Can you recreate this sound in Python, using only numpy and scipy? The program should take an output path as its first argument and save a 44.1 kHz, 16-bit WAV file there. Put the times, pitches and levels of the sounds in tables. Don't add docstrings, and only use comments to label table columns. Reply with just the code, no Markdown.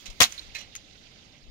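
import sys
import numpy as np
from scipy import signal
from scipy.fft import rfft, irfft
from scipy.io import wavfile

SR = 44100
rng = np.random.default_rng(int(sys.argv[2]) if len(sys.argv) > 2 else 0)


def rack_gain(trim_db):
    fader = np.asarray(trim_db, float)
    return 10 ** (fader / 20)


def master(y):
    cut = np.clip(np.atleast_2d(y).T, -1, 1)
    pcm = np.round(cut * 32767)
    wavfile.write(sys.argv[1], SR, pcm.astype(np.int16))


N = 66150
T_S = np.arange(N) / SR
BAND_EDGES_HZ = 20 * 2 ** np.arange(0, 9.8, 1 / 3)

# start in seconds, noise level in dB, ring peak in dB,
# pitch in Hz, left over right in dB, t60 in seconds (of the noise: at 3 kHz).
CRACKS = [(.2037, -10.5, -24, 4140, 12, 0.062), (.2068, -7, -6, 3500, 10, 0.012),
          (.2131, -7, -18, 2400, 11, 0.041), (.2202, -3.5, -19.5, 4890, -4, 0.061),
          (.2300, -6.5, -10.5, 6260, -10, 0.033), (.2384, -17, -8, 3660, -8, 0.017),
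          (.2444, -17, -22, 4040, -3, 0.054), (.2535, -25.5, -30.5, 3106, 1.5, 0.12)]
# frequency in Hz, relative density in dB per Hz.
SPLIT_COLOUR = [(290, -33), (500, -18.5), (980, -6.5), (1410, -5), (2010, -6.5), (4760, -8.5), (6100, -7),
                (7710, -5.5), (15100, -11), (16500, -34)]
SPLIT_RISE_S, SPLIT_LAG_S, SPLIT_ALIKE = 0.0005, 0.00042, 0.17
SETTLE_S, SETTLE_DB, SETTLE_T60_S = 0.288, -37, 0.57

# start in seconds, peak in dB before the high-pass.
SNAPS = [(0.203, -11), (0.207, -6.5), (0.2148, -12), (.2160, -10.5), (0.2202, -10), (0.2196, -7.5),
         (0.2286, -10), (0.2303, -7.5)]
SNAP_T60_S, SNAP_HIGHPASS_HZ = 0.0094, 2550

# time in seconds, strength in dB.
KNOCKS = [(0.2038, -21.5), (0.21, -19), (.2138, -14.5), (.238, -36.5)]
# frequency in Hz, level in dB relative to the knock, t60 in seconds.
TUBE_MODES = [(108, -2, 0.025), (224, -20.5, 0.17), (298, -23, 0.097), (536, -10.5, 0.064), (733, -2, 0.1),
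              (1086, 3, 0.021), (1229, 3.5, .06), (1910, 2.5, 0.06), (2070, -6.5, 0.07)]
TUBE_LAG_S = 0.00017

# start in seconds, noise level in dB, ring peak in dB,
# pitch in Hz, left over right in dB, t60 in seconds (of the noise: at 3 kHz).
TICKS = [(.3225, -32, -32, 6210, -14, 0.023), (.3782, -52, -43, 4030, -33, 0.016),
         (.3810, -49, -39, 4000, -11, 0.015), (.3852, -45, -39, 3650, -22, 0.029),
         (.3938, -47, -27, 4130, -7.5, 0.026), (.7512, -32, -43.5, 6500, 6.5, 0.066),
         (.7612, -48, -37.5, 2050, -9, 0.014), (.7614, -40.5, -30, 6470, -5, 0.036)]
# frequency in Hz, relative density in dB per Hz.
TICK_COLOUR = [(470, -51), (800, -19), (1400, -8), (2120, -8.5), (6300, -11.5), (8020, -5), (15100, -18.5),
               (16500, -37)]
TICK_RISE_S, TICK_LAG_S, TICK_ALIKE, TICK_RING_WIDTH_HZ = 0.0008, 0.00038, 0.8, 450

# start in seconds, grit level in dB, ring peak in dB,
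# pitch in Hz, left over right in dB, t60 in seconds (of the grit: at 3 kHz).
SCRUNCHES = [(.0565, -37.5, -44.5, 2220, -11.5, 0.12), (.0635, -39, -38.5, 3960, -11, 0.11),
             (.0997, -39.5, -48.5, 5080, -15.5, 0.067), (.168, -61, -66, 4100, 0.5, .08),
             (.5465, -36.5, -35.5, 2123, -6, 0.3), (.548, -56, -33.5, 2550, -15, 0.18),
             (.549, -55, -34.5, 4070, -13, 0.3), (.552, -55, -33, 1775, -8, 0.17),
             (.585, -45, -45, 5850, -20, 0.14), (.608, -46, -45, 2882, -16.5, 0.12),
             (1.3394, -74, -53.5, 2180, -9.5, 0.2)]
# frequency in Hz, relative density in dB per Hz.
GRIT_COLOUR = [(350, -40), (500, -10), (1120, -12), (1500, -10.5), (2150, -15), (3120, -4), (4900, -12),
               (6500, -2), (9000, -11.5), (15000, -16), (16800, -40)]
GRIT_RISE_S, GRIT_ALIKE, GRIT_RING_WIDTH_HZ = 0.0012, 0.31, 260
SIDE_LAG_S = 0.00041

# time in seconds, mean level in dB.
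HISS_LEVEL = [(0, -53.5), (.146, -55.5), (.3, -52), (.85, -57.5), (1.0, -57.5), (1.1, -55.5), (1.24, -57.5),
              (1.5, -60.5)]
# frequency in Hz, relative density in dB per Hz.
HISS_COLOUR = [(200, -42), (280, -6), (600, -7), (1010, -9.5), (1600, -6), (2200, -6.5), (3830, -3),
               (6470, -15), (9000, -34.5), (10500, -59.5)]
HISS_SWELL_DB, HISS_ALIKE = 0.6, 0.21
HISS_PAN_DB = -11
# time in seconds, mean level in dB.
TREBLE_LEVEL = [(0, -54.5), (.05, -63), (.15, -62.5), (.3, -52), (.5, -67), (1.5, -73.5)]
# frequency in Hz, relative density in dB per Hz.
TREBLE_COLOUR = [(4410, -24), (7500, 0.5), (11000, -11), (15500, -5), (16500, -55)]

# frequency in Hz, relative density in dB per Hz.
RUMBLE_COLOUR = [(12, -30), (20, -5.5), (91, -1.5), (195, -5), (233, -3.5), (369, -11.5), (700, -11.5),
                 (910, -39.5)]
RUMBLE_DB, RUMBLE_FLICKER_DB = -55.5, 1.5
# time in seconds, level in dB before the offset of each microphone.
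GUST = [(0, -61), (.11, -40.5), (.16, -54.5), (.28, -48.5), (.38, -56), (.46, -48), (.6, -57.5),
        (1.0, -63.5), (1.42, -64.5), (1.5, -35)]
WIND_TOP_HZ, WIND_LEFT_DB, WIND_RIGHT_DB = 51, 0, -14.5

# frequency in Hz, gain in dB.
MIX_COLOUR = [(20, 0), (1850, -6), (2030, 0), (6800, 0), (7250, -10), (15700, -10), (16100, -35),
              (22000, -35)]
PEAK_LIMIT = 0.93


def rms_one(x):
    return x / np.sqrt(np.mean(x ** 2) + 1e-20)


def at_hz(points, hz):
    p = np.array(points)
    return np.interp(np.log(hz), np.log(p[:, 0]), p[:, 1], -120, -120)


def late(x, lag_s):
    hz = np.arange(N // 2 + 1) * SR / N
    return irfft(rfft(x) * np.exp(-2j * np.pi * lag_s * hz), N)


def sides(pan_db):
    return np.array([[pan_db / 2], [-pan_db / 2]])


def filtered(x, order, hz, kind):
    return signal.sosfilt(signal.butter(order, hz, kind, fs=SR, output="sos"), x)


def drift(rate_hz):
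    r = np.exp(-80 * np.pi * rate_hz / SR)
    slow = signal.lfilter([1], [1, -2 * r, r * r], rng.standard_normal(N // 40 + 2002))[2000:]
    return np.interp(np.arange(N) / 40, np.arange(len(slow)), rms_one(slow))


def grains(per_s, spread_db):
    shape = (2, 3, N)
    size = rack_gain(spread_db * np.minimum(rng.exponential(1, shape), 4))
    size = size * rng.choice([-1, 1], shape)
    return rms_one(size * (rng.random(shape) < per_s / SR) + 1e-9)


def bands(source, colour, gain, alike, lag_s):
    out, power = np.zeros((3, 2, N)), 0
    for k, (low, high) in enumerate(zip(BAND_EDGES_HZ, BAND_EDGES_HZ[1:])):
        hz = np.sqrt(low * high)
        if colour[0][0] < hz < colour[-1][0]:
            g = rack_gain(at_hz(colour, hz))
            power += g * g * (high - low) * 2 / SR
            band = filtered(source[k % 2], 2, [low, high], "band")
            out += g * gain(hz) * band[:, None]
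    shared = np.array([out[0, 0], late(out[0, 1], lag_s)])
    separate = np.array([out[1, 0], out[2, 1]])
    return (np.sqrt(alike) * shared + np.sqrt(1 - alike) * separate) / np.sqrt(power)


def bursts(rows, rise_s, tilt):
    def gain(hz):
        power, t = np.zeros((2, N + SR)), T_S[:SR // 2]
        for start_s, db, _, _, pan_db, t60_s in rows:
            env = (1 - np.exp(-t / rise_s)) * rack_gain(-60 * t / (t60_s * (hz / 3000) ** -tilt))
            i = int(start_s * SR)
            power[:, i:i + len(t)] += (env * rack_gain(db + sides(pan_db))) ** 2
        return np.sqrt(power[:, :N])
    return gain


def resonance(x, hz, width_hz):
    r = np.exp(-np.pi * width_hz / SR)
    a = [1, -2 * r * np.cos(2 * np.pi * hz / SR), r * r]
    return signal.lfilter([(1 - r * r) / 2, 0, (r * r - 1) / 2], a, x)


def pings(rows, width_hz, rise_s, lag_s, struck=0):
    out, t = np.zeros((2, N + SR)), T_S[:SR // 4]
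    for start_s, _, db, hz, pan_db, t60_s in rows:
        shake = rng.standard_normal(len(t)) * (1 - np.exp(-t / rise_s)) * rack_gain(-60 * t / t60_s)
        shake[0] = struck
        tone = resonance(resonance(shake, hz, width_hz), hz, 2 * width_hz)
        i = int(start_s * SR)
        out[:, i:i + len(t)] += tone / np.abs(tone).max() * rack_gain(db + sides(pan_db))
    return np.array([out[0, :N], late(out[1, :N], lag_s)])


def splitting():
    fibres = grains(per_s=6000, spread_db=4)
    crack_gain = bursts(CRACKS, SPLIT_RISE_S, tilt=0.2)
    cracks = bands(fibres, SPLIT_COLOUR, crack_gain, SPLIT_ALIKE, SPLIT_LAG_S)
    rings = pings(CRACKS, width_hz=570, rise_s=SPLIT_RISE_S, lag_s=SPLIT_LAG_S)
    loose = grains(per_s=10000, spread_db=1.5)
    settle = [(SETTLE_S, SETTLE_DB, 0, 0, -3, SETTLE_T60_S)]
    rustle_gain = bursts(settle, rise_s=0.031, tilt=0.52)
    rustle = bands(loose, TICK_COLOUR, rustle_gain, alike=0.381, lag_s=SPLIT_LAG_S)
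    return cracks + rings + rustle


def snaps():
    out, t = np.zeros(N), T_S[:SR // 100]
    for start_s, db in SNAPS:
        wisp = rng.standard_normal(len(t)) * rack_gain(-60 * t / SNAP_T60_S)
        i = int(start_s * SR)
        out[i:i + len(t)] += rack_gain(db) * wisp / np.abs(wisp).max()
    out = filtered(out, 1, SNAP_HIGHPASS_HZ, "high")
    return np.array([out, late(out, SPLIT_LAG_S)])


def tube():
    out = np.zeros(N)
    for hz, level_db, t60_s in TUBE_MODES:
        clicks = np.full(N, 1e-18)
        for knock_s, db in KNOCKS:
            clicks[int(knock_s * SR)] = rack_gain(db + level_db + rng.normal(0, 0.83))
        r, w = rack_gain(-60 / (t60_s * SR)), 2 * np.pi * hz / SR
        out += signal.lfilter([0, np.sin(w)], [1, -2 * r * np.cos(w), r * r], clicks)
    out = filtered(out, 2, 70, "high")
    return np.array([out, late(out, TUBE_LAG_S)])


def chips():
    clicks = grains(per_s=5000, spread_db=4)
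    tick_gain = bursts(TICKS, TICK_RISE_S, tilt=0.092)
    noise = bands(clicks, TICK_COLOUR, tick_gain, TICK_ALIKE, TICK_LAG_S)
    return noise + pings(TICKS, TICK_RING_WIDTH_HZ, TICK_RISE_S, TICK_LAG_S, struck=5.2)


def scrunches():
    grit = grains(per_s=4900, spread_db=4.5)
    grit_gain = bursts(SCRUNCHES, GRIT_RISE_S, tilt=0.42)
    noise = bands(grit, GRIT_COLOUR, grit_gain, GRIT_ALIKE, SIDE_LAG_S)
    return noise + pings(SCRUNCHES, GRIT_RING_WIDTH_HZ, GRIT_RISE_S, SIDE_LAG_S)


def hiss(white):
    level_db = np.interp(T_S, *np.transpose(HISS_LEVEL)) + sides(HISS_PAN_DB)
    level_db = level_db + HISS_SWELL_DB * drift(25)
    return bands(white, HISS_COLOUR, lambda hz: rack_gain(level_db + 2.32 * drift(30)), HISS_ALIKE, SIDE_LAG_S)


def treble(white):
    level_db = np.interp(T_S, *np.transpose(TREBLE_LEVEL)) + sides(HISS_PAN_DB)
    return bands(white, TREBLE_COLOUR, lambda hz: rack_gain(level_db + 1.6 * drift(15)), 0.384, SIDE_LAG_S)


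def rumble():
    white = rng.standard_normal((2, 3, N))
    return bands(white, RUMBLE_COLOUR, lambda hz: rack_gain(RUMBLE_DB + RUMBLE_FLICKER_DB * drift(8.2)),
                 alike=0.74, lag_s=0.000067)


def wind():
    lumps = filtered(rng.standard_normal((2, N)), 2, [18, WIND_TOP_HZ], "band")
    gust_db = np.interp(T_S, *np.transpose(GUST))
    return rms_one(lumps) * rack_gain(gust_db + np.array([[WIND_LEFT_DB], [WIND_RIGHT_DB]]))


def scene():
    white = rng.standard_normal((2, 3, N))
    pole = splitting() + snaps() + tube() + chips()
    return pole + scrunches() + hiss(white) + treble(white) + rumble() + wind()


def top_cut(x):
    return signal.sosfilt(signal.butter(12, 16800, fs=SR, output="sos"), x)


def record(dry):
    hz = np.clip(np.arange(N // 2 + 1) * SR / N, 21, 21000)
    heard = irfft(rfft(dry) * rack_gain(at_hz(MIX_COLOUR, hz)), N)
    heard = heard / (1 + (heard / PEAK_LIMIT) ** 4) ** (1 / 4)
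    return top_cut(heard)


dry = scene()
out = record(dry)
master(out)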